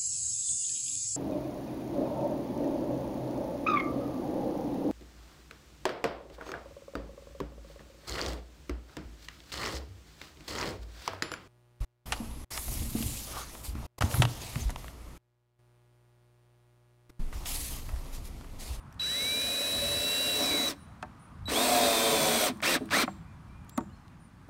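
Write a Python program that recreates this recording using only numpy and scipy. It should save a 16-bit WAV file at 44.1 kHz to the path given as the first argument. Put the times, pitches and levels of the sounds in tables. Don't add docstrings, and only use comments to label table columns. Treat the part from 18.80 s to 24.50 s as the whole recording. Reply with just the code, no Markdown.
import sys
import numpy as np
from scipy import signal
from scipy.fft import rfft, irfft, next_fast_len
from scipy.io import wavfile
from scipy.ndimage import uniform_filter1d

SR = 44100
rng = np.random.default_rng(int(sys.argv[2]) if len(sys.argv) > 2 else 0)


def invert_db(level):
    return 10 ** (np.asarray(level, dtype=float) / 20)


def generate_wav(sig):
    pcm = np.round(np.clip(np.atleast_2d(sig).T, -1, 1) * 32767).astype(np.int16)
    wavfile.write(sys.argv[1], SR, pcm)


N = 251323
TIME = np.arange(N) / SR


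def evened(x):
    return x / np.sqrt(np.mean(x ** 2) + 1e-20)


def read(points, hz):
    f, value = np.transpose(points)
    return np.interp(np.log(hz + 1), np.log(f + 1), value)


def add(mix, start_s, sound):
    part = mix[round(start_s * SR):][:len(sound)]
    part += sound[:len(part)]


def shaped(x, gain):
    size = next_fast_len(len(x) + 4096)
    return irfft(rfft(x, size) * gain(np.fft.rfftfreq(size, 1 / SR)), size)[:len(x)]


def wander(size, hz):
    return evened(shaped(rng.standard_normal(size), lambda f: 1 / (1 + (f / hz) ** 4)))


# start_s, load (0 free to 1 full)
LOAD = [
    (1.5, 0),
    (1.62, .7),
    (1.9, .7),
    (2.7, 1),
]
# time_s, whine_hz (12 times the shaft speed)
SPEED = [
    [(.19, 2270), (.66, 2470), (.888, 2529), (1.086, 2612), (1.33, 2738), (1.47, 2782), (1.575, 2706),
     (1.73, 2257), (1.89, 1870)],
    [(2.67, 3900), (2.84, 3905), (2.94, 3806), (3.02, 3700), (3.1, 3614), (3.18, 3567), (3.28, 3559),
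     (3.41, 3443), (3.655, 3290)],
    [(3.822, 1500), (3.84, 1960), (3.859, 2720), (3.869, 2900), (3.89, 2900), (3.941, 2710)],
    [(4.103, 2700), (4.2, 2700), (4.216, 2620)],
]
# speed at the pull_hz, spin_up_s, brake_s
MOTOR = [
    (930, .11, .08),
    (20, .05, .085),
    (900, .026, .047),
    (800, .055, .04),
]
# hiss_db, orders_db, whine_db
TONE = [
    (2, -1.5, 2.5),
    (-0.5, 3.5, 0.5),
    (-5, 4.5, 0),
    (-6, 5, -0.5),
]
# time_s, motor_level_db, push of the hand on the board_db
EFFORT = [
    [(.19, -45, -0.5), (.42, -44, 2), (1.08, -42.5, 4), (1.27, -41.5, 1), (1.53, -40.5, 2), (1.6, -39, 3),
     (1.89, -41, 2)],
    [(2.67, -36, 9), (2.8, -32.5, 2.5), (3.04, -32.5, 4), (3.2, -33, 1.5), (3.655, -32.5, 0.5)],
    [(3.815, -30, 0), (3.932, -30, -3.5)],
    [(4.095, -28, 5.5), (4.207, -29.5, -4)],
]
FADE_S = [0.076, 0.086, 0.061, .051]
SPIN_DB = [37, 10.5, 17.5]
BRAKE_DB = [-36, -45, -96]


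def trigger_pull(load, speed, motor, tone, effort, fade_s):
    stall_hz, surge_db = 500, 4
    engage_db, engage_s = -6.5, 0.014
    brake_curve = 2.8
    on, off = speed[0][0], speed[-1][0]
    start_hz, spin_s, brake_s = motor
    hiss_db, orders_db, whine_db = tone
    since_pull = np.maximum(TIME - on, 0)
    since_release = np.maximum(TIME - off, 0)

    goal_hz = np.interp(TIME, *np.transpose(speed))
    reached = 1 - (1 - start_hz / goal_hz) * np.exp(-since_pull / spin_s)
    driven_hz = goal_hz * reached
    hz = driven_hz + (stall_hz - driven_hz) * np.minimum(since_release / brake_s, 1)

    s, *columns = np.transpose(effort)
    motor_db, push_db = (np.interp(TIME, s, c) for c in columns)
    levels = motor_db + np.outer(SPIN_DB, np.log10(reached))
    levels = levels + np.outer(BRAKE_DB, (since_release / fade_s) ** brake_curve)
    levels = levels + engage_db * np.exp(-since_pull / engage_s)
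    levels = np.maximum(levels + [push_db, 0 * TIME, hiss_db + 0 * TIME], -110)
    surge = surge_db * load * np.minimum(5 * (1 - reached), 1)
    return np.array([hz, *levels, orders_db + 0 * TIME, whine_db + surge])


def orders(table, turns, load, flutter_db):
    out = np.zeros(N)
    hop = 256
    steps = np.arange(N // hop + 2)
    step_load = np.interp(steps * hop, np.arange(N), load)
    for order, light_db, heavy_db in table:
        flutter = invert_db(flutter_db * wander(len(steps), 5200))
        height = flutter * invert_db(light_db + step_load * (heavy_db - light_db))
        out += np.repeat(height, hop)[:N] * np.sin(2 * np.pi * (order * turns + rng.random()))
    return out


# pitch_hz, level over the casing noise_db
WHINE_PATH = [(1100, -16), (1720, -3), (1950, -4.5), (2300, 4.5), (2590, -8), (2720, 0), (3350, 2.5),
              (3680, 8.5), (3830, -6)]


def slot_whine(speed, turns, load, whine_db):
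    sag_db, sag_hz_per_s = -1.5, 2600
    muffle_db = -11
    slope = np.gradient(uniform_filter1d(speed, size=2000)) * SR
    sagging = np.clip(-slope / sag_hz_per_s, 0, 1)
    level_db = sagging * (sag_db + 2 * wander(N, 60))
    level_db += read(WHINE_PATH, abs(speed)) + load * (whine_db + muffle_db)
    level_db += (1 + .5 * load) * wander(N, 45)
    return np.sqrt(2) * invert_db(level_db) * np.sin(2 * np.pi * 12 * turns)


# centre_hz, width_hz, lift_db
CASING_RINGS = [(5200, 350, -4), (6150, 300, 8), (6750, 300, -9), (7600, 300, 4), (8500, 500, 2),
                (9900, 600, 3), (11500, 350, -4), (12500, 600, 6)]
# pitch_hz, level_db (per Hz)
CASING_LIGHT = [(530, -76), (900, -17), (1070, -17.5), (1690, -9.5), (1910, -12), (3690, -12), (3830, -12),
                (4020, -10), (4170, -13.5), (5450, -10), (6860, -18), (7700, -13), (9900, -14),
                (11500, -18.5), (12800, -16.5), (13500, -18), (14300, -15), (15000, -19.5), (15780, -18),
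                (15900, -60)]
# pitch_hz, level_db (per Hz)
CASING_HEAVY = [(530, -12.5), (900, -3), (1110, -1), (1220, 1.5), (1670, -2.5), (2470, 1), (2930, -5.5),
                (3150, -1), (3920, 1), (7000, -4), (8800, 1.5), (10400, -9), (11600, -5), (15780, -6.5),
                (15900, -50)]


def casing_and_hiss(speed, turns, carrier, load, tones):
    throb_db = 1.7 * np.cos(2 * np.pi * turns) + 1.0 * np.cos(2 * np.pi * carrier)
    throb_db += 0.27 * wander(N, 48)
    noise = evened(invert_db(throb_db) * rng.standard_normal(N))

    def rings(f):
        return invert_db(sum(db / (1 + ((f - hz) / w) ** 2) for hz, w, db in CASING_RINGS) - 1.5)

    drive = noise + shaped(tones, rings)
    light = shaped(drive, lambda f: invert_db(read(CASING_LIGHT, f)))
    heavy = shaped(drive, lambda f: invert_db(read(CASING_HEAVY, f)))

    def low(f):
        return 1 / (1 + (f / 4000) ** 4)

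    def blend(split):
        return (1 - load) * evened(shaped(light, split)) + load * evened(shaped(heavy, split))

    casing = blend(low)
    hiss = blend(lambda f: 1 - low(f))
    top = shaped(hiss, lambda f: 1 / (1 + (8500 / (f + 1)) ** 6))
    top_gain = invert_db(38 * np.log10(np.clip(speed / 1730, .2, 1)))
    return casing, hiss + top * (top_gain - 1)


# centre_hz, width_hz, level_db
BOARD = [(186, 310, -17.5), (244.5, 68, 1), (321, 92, -4.5), (429.7, 31.5, 0.5), (571, 42, 2),
         (722, 74, -3), (795, 130, -13.5), (936, 47, -9.5), (995, 39, -8.5), (1097, 41, -6.5)]


def board_growl(second, load, teeth):
    bite_db = 1.4 * np.cos(2 * np.pi * second) + 1.0 * wander(N, 4.3)
    jolts = invert_db(bite_db) * rng.standard_normal(N)

    def modes(f):
        ring = sum((-1) ** k * invert_db(db) / (1 + 2j * (f - hz) / w) for k, (hz, w, db) in enumerate(BOARD))
        return ring * f ** 2 / (f ** 2 + 170 ** 2) / (1 + (f / 1400) ** 4)

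    board = evened(shaped(evened(jolts) + invert_db(.5) * teeth, modes))
    upper = invert_db(-8) * evened(shaped(board, lambda f: 1 / (1 + ((f - 880) / 210) ** 4)))
    middle = .35 * shaped(board, lambda f: 1 / (1 + ((f - 560) / 70) ** 2))
    return board + load ** 2 * (upper - middle)


# start_s, length_s, order (cycles per shaft turn), level_db
SQUEALS = [(0.2096, 0.03, 25, -41.5), (1.57, 0.12, 26.4, -41), (1.58, 0.19, 25.2, -44),
           (1.62, 0.29, 12, -45.5), (3.0, 0.62, 12, -45), (1.855, 0.071, 38.8, -41), (3.66, .045, 25, -48),
           (1.6, 0.38, 7.8, -48), (3.872, .06, 50, -43), (3.83, 0.038, 12, -34), (3.862, .03, 12, -32),
           (3.942, 0.026, 10, -29), (3.822, 0.029, 24, -34), (3.85, 0.055, 24, -38),
           (3.925, .035, 18, -36.5), (3.843, 0.024, 36, -37.5), (4.117, 0.058, 12, -28.5),
           (4.214, .03, 12, -36), (4.12, .03, 36, -37), (4.155, .025, 36, -37), (4.21, .02, 21, -38),
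           (4.175, .045, 6.9, -34), (2.745, 0.056, 12, -38), (1.76, 0.13, 38.8, -46)]


def squeals(turns):
    out = np.zeros(N)
    for s, length, order, db in SQUEALS:
        part = turns[round(s * SR):round((s + length) * SR)]
        if length < .08:
            rough = .9 + .45 * wander(len(part), 150)
        else:
            rough = .3 + wander(len(part), 260)
        tone = np.sqrt(2) * np.sin(2 * np.pi * order * part)
        add(out, s, invert_db(db) * rough * np.hanning(len(part)) * tone)
    return out


# order (cycles per shaft turn), light_load_db, heavy_load_db (over the noise)
GEAR_ORDERS = [(0.82, -40, -18.5), (1.14, -23, -21), (1.38, -29, -25), (1.52, -26, -20), (1.9, -25, -20),
               (2.27, -25, -18), (2.63, -20, -23), (3.04, -25, -31), (3.39, -26, -26), (5.25, -31, -23),
               (7.88, -33, -24), (8.13, -21, -23), (8.41, -31, -25), (8.74, -37, -23), (10.64, -27, -21),
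               (10.9, -24, -23), (12.82, -27, -21), (13.37, -20, -22), (13.92, -38, -25), (16.2, -28, -25),
               (17.13, -31, -24), (21.54, -40, -20), (25.9, -35, -23), (26.18, -24, -25)]
# order (cycles per shaft turn), light_load_db, heavy_load_db (over the noise)
SHAFT_ORDERS = [(15, -19, -21), (20, -12, -24), (24, -28, -21), (25, -40, -26), (28, -24, -37),
                (30, -17, -20), (31, -23, -26), (33, -13, -25), (35, -15, -21), (36, -21, -25),
                (37, -20, -30), (38, -18, -28), (39, -23, -25), (40, -18, -28), (41, -22, -34),
                (42, -22, -35), (43, -20, -30), (44, -21, -32), (45, -13, -24), (47, -14, -40),
                (48, -15, -30), (49, -18, -32), (50, -13, -24), (53, -18, -32), (55, -18, -27),
                (58, -20, -36), (60, -17, -34), (62, -21, -30), (63, -19, -38), (64, -21, -38),
                (65, -20, -34), (67, -20, -38), (70, -19, -37), (74, -19, -38)]


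def drill():
    load = np.interp(TIME, *np.transpose(LOAD))
    state = np.full((6, N), -110.)
    for run in zip(SPEED, MOTOR, TONE, EFFORT, FADE_S):
        pull_s = run[0][0][0]
        state = np.where(TIME >= pull_s, trigger_pull(load, *run), state)
    speed, board_db, casing_db, hiss_db, torque_db, whine_db = uniform_filter1d(state, size=300)

    turns = np.cumsum(uniform_filter1d(speed, size=600)) / SR / 12
    turns = turns + (.002 + .005 * load) * wander(N, 40)
    carrier, second = turns * 15 / 55, turns * .379
    teeth = orders(GEAR_ORDERS, turns, load, 3.5)
    bars = invert_db(torque_db + 1.5) * orders(SHAFT_ORDERS, turns, load, 1.8)

    casing, hiss = casing_and_hiss(speed, turns, carrier, load, invert_db(torque_db) * teeth + bars)
    board = board_growl(second, load, teeth)
    whine = slot_whine(speed, turns, load, whine_db)
    body = invert_db(board_db) * board + invert_db(casing_db) * (invert_db(0.04) * casing + whine)
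    return body + invert_db(hiss_db) * hiss + squeals(turns)


# start_s, length_s, level_db, pitch_hz
THRUM = [
    (1.551, 0.49, -37, 284),
    (3.22, 0.52, -43.5, 163.3),
    (3.853, 0.55, -60, 155),
    (4.1, 0.59, -54, 157),
]


def joist():
    out = np.zeros(N)
    for s, length, db, hz in THRUM:
        u = np.linspace(0, 1, round(length * SR))
        hum = shaped(rng.standard_normal(len(u)), lambda f: 1 / (1 + ((f - hz) / (0.12 * hz)) ** 2))
        add(out, s, invert_db(db) * np.sin(np.pi * u ** 0.71) ** 2 * evened(hum))
    return out


# on_s, off_s, start_db, end_db, overtones_db
CHOPPER = [
    (0.196, 1.225, -32.5, -32.5, -27),
    (1.229, 1.89, -32, -31, -36),
    (1.963, 2.055, -91, -75, -27),
    (2.656, 2.701, -42.5, -36.5, -21.5),
]
CHOPPER_TONES = [2, 3]


def chopper(on, off, on_db, off_db, over_db):
    t = np.arange(on, off, 1 / SR)
    angle = 2 * np.pi * 3922.6 * t
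    overtones = sum(np.sin(k * angle) for k in CHOPPER_TONES)
    tone = np.sin(angle) + invert_db(over_db - 60 * (t - on)) * overtones
    level_db = np.linspace(on_db, off_db, len(t)) + .5 * wander(len(t), 23)
    return on, np.sqrt(2) * invert_db(level_db) * tone * signal.windows.tukey(len(t), 120 / len(t))


# start_s, peak_db, pitch_hz, t60_s (time to fall 60 dB)
TICKS = [(0.1257, -49, 5630, 0.013), (.1424, -59, 8500, 0.018), (0.1974, -45, 7700, 0.0077),
         (2.226, -41, 2500, 0.029), (2.655, -55, 3900, 0.0075), (3.7714, -51, 7000, 0.02),
         (3.804, -36.5, 1300, 0.015), (3.818, -42, 8000, 0.029), (4.057, -49, 9500, 0.017),
         (4.09, -39, 1100, 0.022), (4.1, -43, 3500, 0.014), (4.149, -21.5, 1400, 0.02),
         (4.1674, -26, 9000, 0.012), (4.8454, -61, 8500, .02), (4.894, -39.5, 11100, 0.014),
         (4.896, -50, 3780, 0.024), (4.9764, -30.5, 9100, 0.018), (4.977, -39, 3700, .02),
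         (4.99, -52, 3200, .015), (5.007, -52, 3000, .015), (5.28, -53, 3020, 0.012),
         (5.6794, -63, 4000, .02)]


def tick(s, db, hz, t60):
    t = np.arange(2000) / SR

    def snap(f):
        bass_cut = f ** 2 / (f ** 2 + min(hz / 2, 1500) ** 2)
        wide = 0.87 / (1 + (f / hz / 3) ** 4)
        ring = 1 / (1 + ((f - hz) / 900) ** 2)
        return bass_cut * (wide + ring)

    burst = evened(shaped(rng.standard_normal(len(t)), snap))
    return s, 0.83 * invert_db(db - 60 * t / t60) * burst * np.minimum(t / 0.00015, 1)


# start_s, peak_db, centre of the blow_hz, ring_factor, joist_thud_db
KNOCKS = [(2.2273, -25.5, 1210, 1.3, -9), (2.681, -29.5, 980, 0.87, 0), (3.695, -30, 250, 1.9, 7),
          (3.958, -26, 270, 1.8, 7), (4.006, -26.5, 330, 2.1, 5), (4.232, -22, 250, 1.44, 7),
          (4.168, -17.5, 805, 0.97, -0.5), (4.2775, -21, 1040, 0.97, -3.5), (4.977, -18.5, 990, 1.33, 2),
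          (5.007, -30, 900, 0.58, 10), (5.627, -69, 500, .9, -5), (5.686, -39, 400, 0.65, 12)]
# pitch_hz, level_db, t60_s (time to fall 60 dB)
WOOD = [(204.8, 5, 0.38), (257.4, 23.5, 0.047), (325.2, 3.5, 0.22), (429, 16.5, 0.092), (605, 16, 0.083),
        (738, 12, 0.086), (757, 11.5, 0.078), (934, 10.5, 0.083), (1126, 15.5, 0.052), (1340, 17.5, 0.028),
        (1564, 3, 0.081), (1790, 7.5, 0.045), (2080, 11, 0.039), (2500, 14, 0.027)]


def knock(s, db, centre_hz, ring, thud_db):
    t = np.arange(9000) / SR
    sound = np.zeros(len(t))
    for hz, mode_db, t60 in WOOD:
        reach_db = max(-8 * np.log2(hz / centre_hz) ** 2, thud_db - 40 * (hz > 400))
        envelope = invert_db(mode_db + reach_db - 60 * t / (t60 * ring))
        envelope *= 1 - np.exp(-(t * hz / 0.97) ** 2)
        grain = 1 + 0.57 * wander(len(t), 0.1 * hz)
        mode_hz = hz * rng.uniform(0.95, 1.03)
        sound += envelope * grain * np.sin(2 * np.pi * (mode_hz * t + rng.random()))
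    return s, invert_db(db) * sound / abs(sound).max()


# start_s, length_s, top_hz, level_db
HIGH_CALLS = [(-.04, 0.076, 9560, -67), (1.978, 0.09, 9430, -67), (2.39, 0.104, 9431, -67),
              (3.71, 0.09, 9420, -71), (3.978, 0.12, 9500, -70), (5.396, 0.092, 9520, -69.5)]
ARCH_CALLS = [(4.87, .11, 7720, -56)]
LOW_CALLS = [(4.431, .11, 2440, -70), (4.68, 0.15, 2440, -67.5)]
SQUEAKS = [(5.09, .03, 3000, -71), (5.12, .04, 4300, -70), (5.15, .03, 5300, -73)]
CHIRPS = [(4.25, .085, 7540, -64)]
# top_pitch_share, pitch_drop_hz at the ends, top_level_share, start_db, end_db
HIGH = (.4, 70, .4, -6, -7)
ARCH = (.64, 1150, .84, -22, -4)
LOW = (.7, 170, .6, -6, -6)
SQUEAK = (.95, 250, .9, -8, -1)
CHIRP = (.7, 400, .7, -4, -8)


def bird(shape, start, length, top_hz, db):
    top, drop_hz, loud, start_db, end_db = shape
    t = np.arange(max(start, 0), start + length, 1 / SR)
    u = (t - start) / length
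    drop = np.where(u < top, abs(1 - u / top) ** 1.3, abs((u - top) / (1 - top)) ** 2.13)
    hz = top_hz - drop_hz * drop + 25 * wander(len(t), 60)
    tone = np.sin(2 * np.pi * np.cumsum(hz) / SR)
    level_db = db + np.interp(u, [0, loud, 1], [start_db, 0, end_db]) + 2.0 * wander(len(t), 50)
    return t[0], np.sqrt(2) * invert_db(level_db) * tone * signal.windows.tukey(len(t), .15)


# pitch_hz, level_db (per Hz)
AIR = [(12, -36.5), (20, -3), (58, -5), (200, -13.5), (237, -16), (273, -21), (452, -35), (1170, -29.5),
       (2180, -39.5), (2370, -39), (2810, -43), (7710, -52), (9660, -49.5), (10500, -56), (16500, -49)]
# time_s, level_db
ROAD = [(0, 6.5), (2.0, 6), (2.3, 5.5), (3.75, 11), (4.5, 5), (5.7, 2)]
# centre_s, width_s, level_db
ENGINES = [
    (.15, 0.23, 7.5),
    (1.1, 0.16, 12.5),
    (1.7, 0.035, 9),
    (2.65, 0.094, 13.5),
    (3.1, 0.081, 5),
    (4.85, 0.59, 7.5),
]


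def air():
    frames, hz = N // 256 + 5, np.fft.rfftfreq(1024, 1 / SR)[:, None]
    t = np.arange(frames) * 256 / SR
    a, b, patches = rng.standard_normal((frames, 513, 3)).T
    patches = evened(uniform_filter1d(uniform_filter1d(patches, 10, 0), 14, 1))
    rumble_db = 2 * wander(frames, 850)
    rumble_db += sum(db * np.exp(-((t - s) / w) ** 2) for s, w, db in ENGINES)
    swell = (rumble_db - rumble_db.mean()) / (1 + (hz / 110) ** 4) + .5 * wander(frames, 870)
    road = np.interp(t, *np.transpose(ROAD)) / (1 + np.log2(hz / 1000 + .01) ** 2)
    spectra = (a + 1j * b) * invert_db(read(AIR, hz) + 0.77 * patches + swell + road)
    wash = evened(signal.istft(spectra, nperseg=1024, noverlap=768)[1][:N])
    return invert_db(-47) * shaped(wash, lambda f: f ** 4 / (f ** 4 + 43 ** 4) / (1 + (f / 13500) ** 8))


def echoes(t60, start):
    t = np.arange(round(t60 * SR)) / SR
    hits = rng.choice([-1., 1.], len(t)) * (rng.random(len(t)) < .05)
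    taps = hits * invert_db(-60 * t / t60) * (t > start)
    return taps / np.linalg.norm(taps)


def scene():
    work, birds = drill() + joist(), np.zeros(N)
    for source, table in ((chopper, CHOPPER), (tick, TICKS), (knock, KNOCKS)):
        for row in table:
            add(work, *source(*row))
    songs = ((HIGH, HIGH_CALLS), (ARCH, ARCH_CALLS), (LOW, LOW_CALLS), (SQUEAK, SQUEAKS), (CHIRP, CHIRPS))
    for shape, calls in songs:
        for row in calls:
            add(birds, *bird(shape, *row))
    yard = invert_db(-28.5) * signal.oaconvolve(work, echoes(0.52, 0.022))[:N]
    trees = invert_db(-8) * signal.oaconvolve(birds, echoes(0.4, .03))[:N]
    mono = work + yard + birds + trees + air()
    return np.array([mono, mono])


def band_limit(x):
    return signal.sosfilt(signal.butter(12, 16620, fs=SR, output="sos"), x)


def record(dry):
    heard = np.array([shaped(c, lambda f: 1 / (1 + (f / 15850) ** 200)) for c in dry])
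    return band_limit(heard)


dry = scene()
out = record(dry)
generate_wav(out)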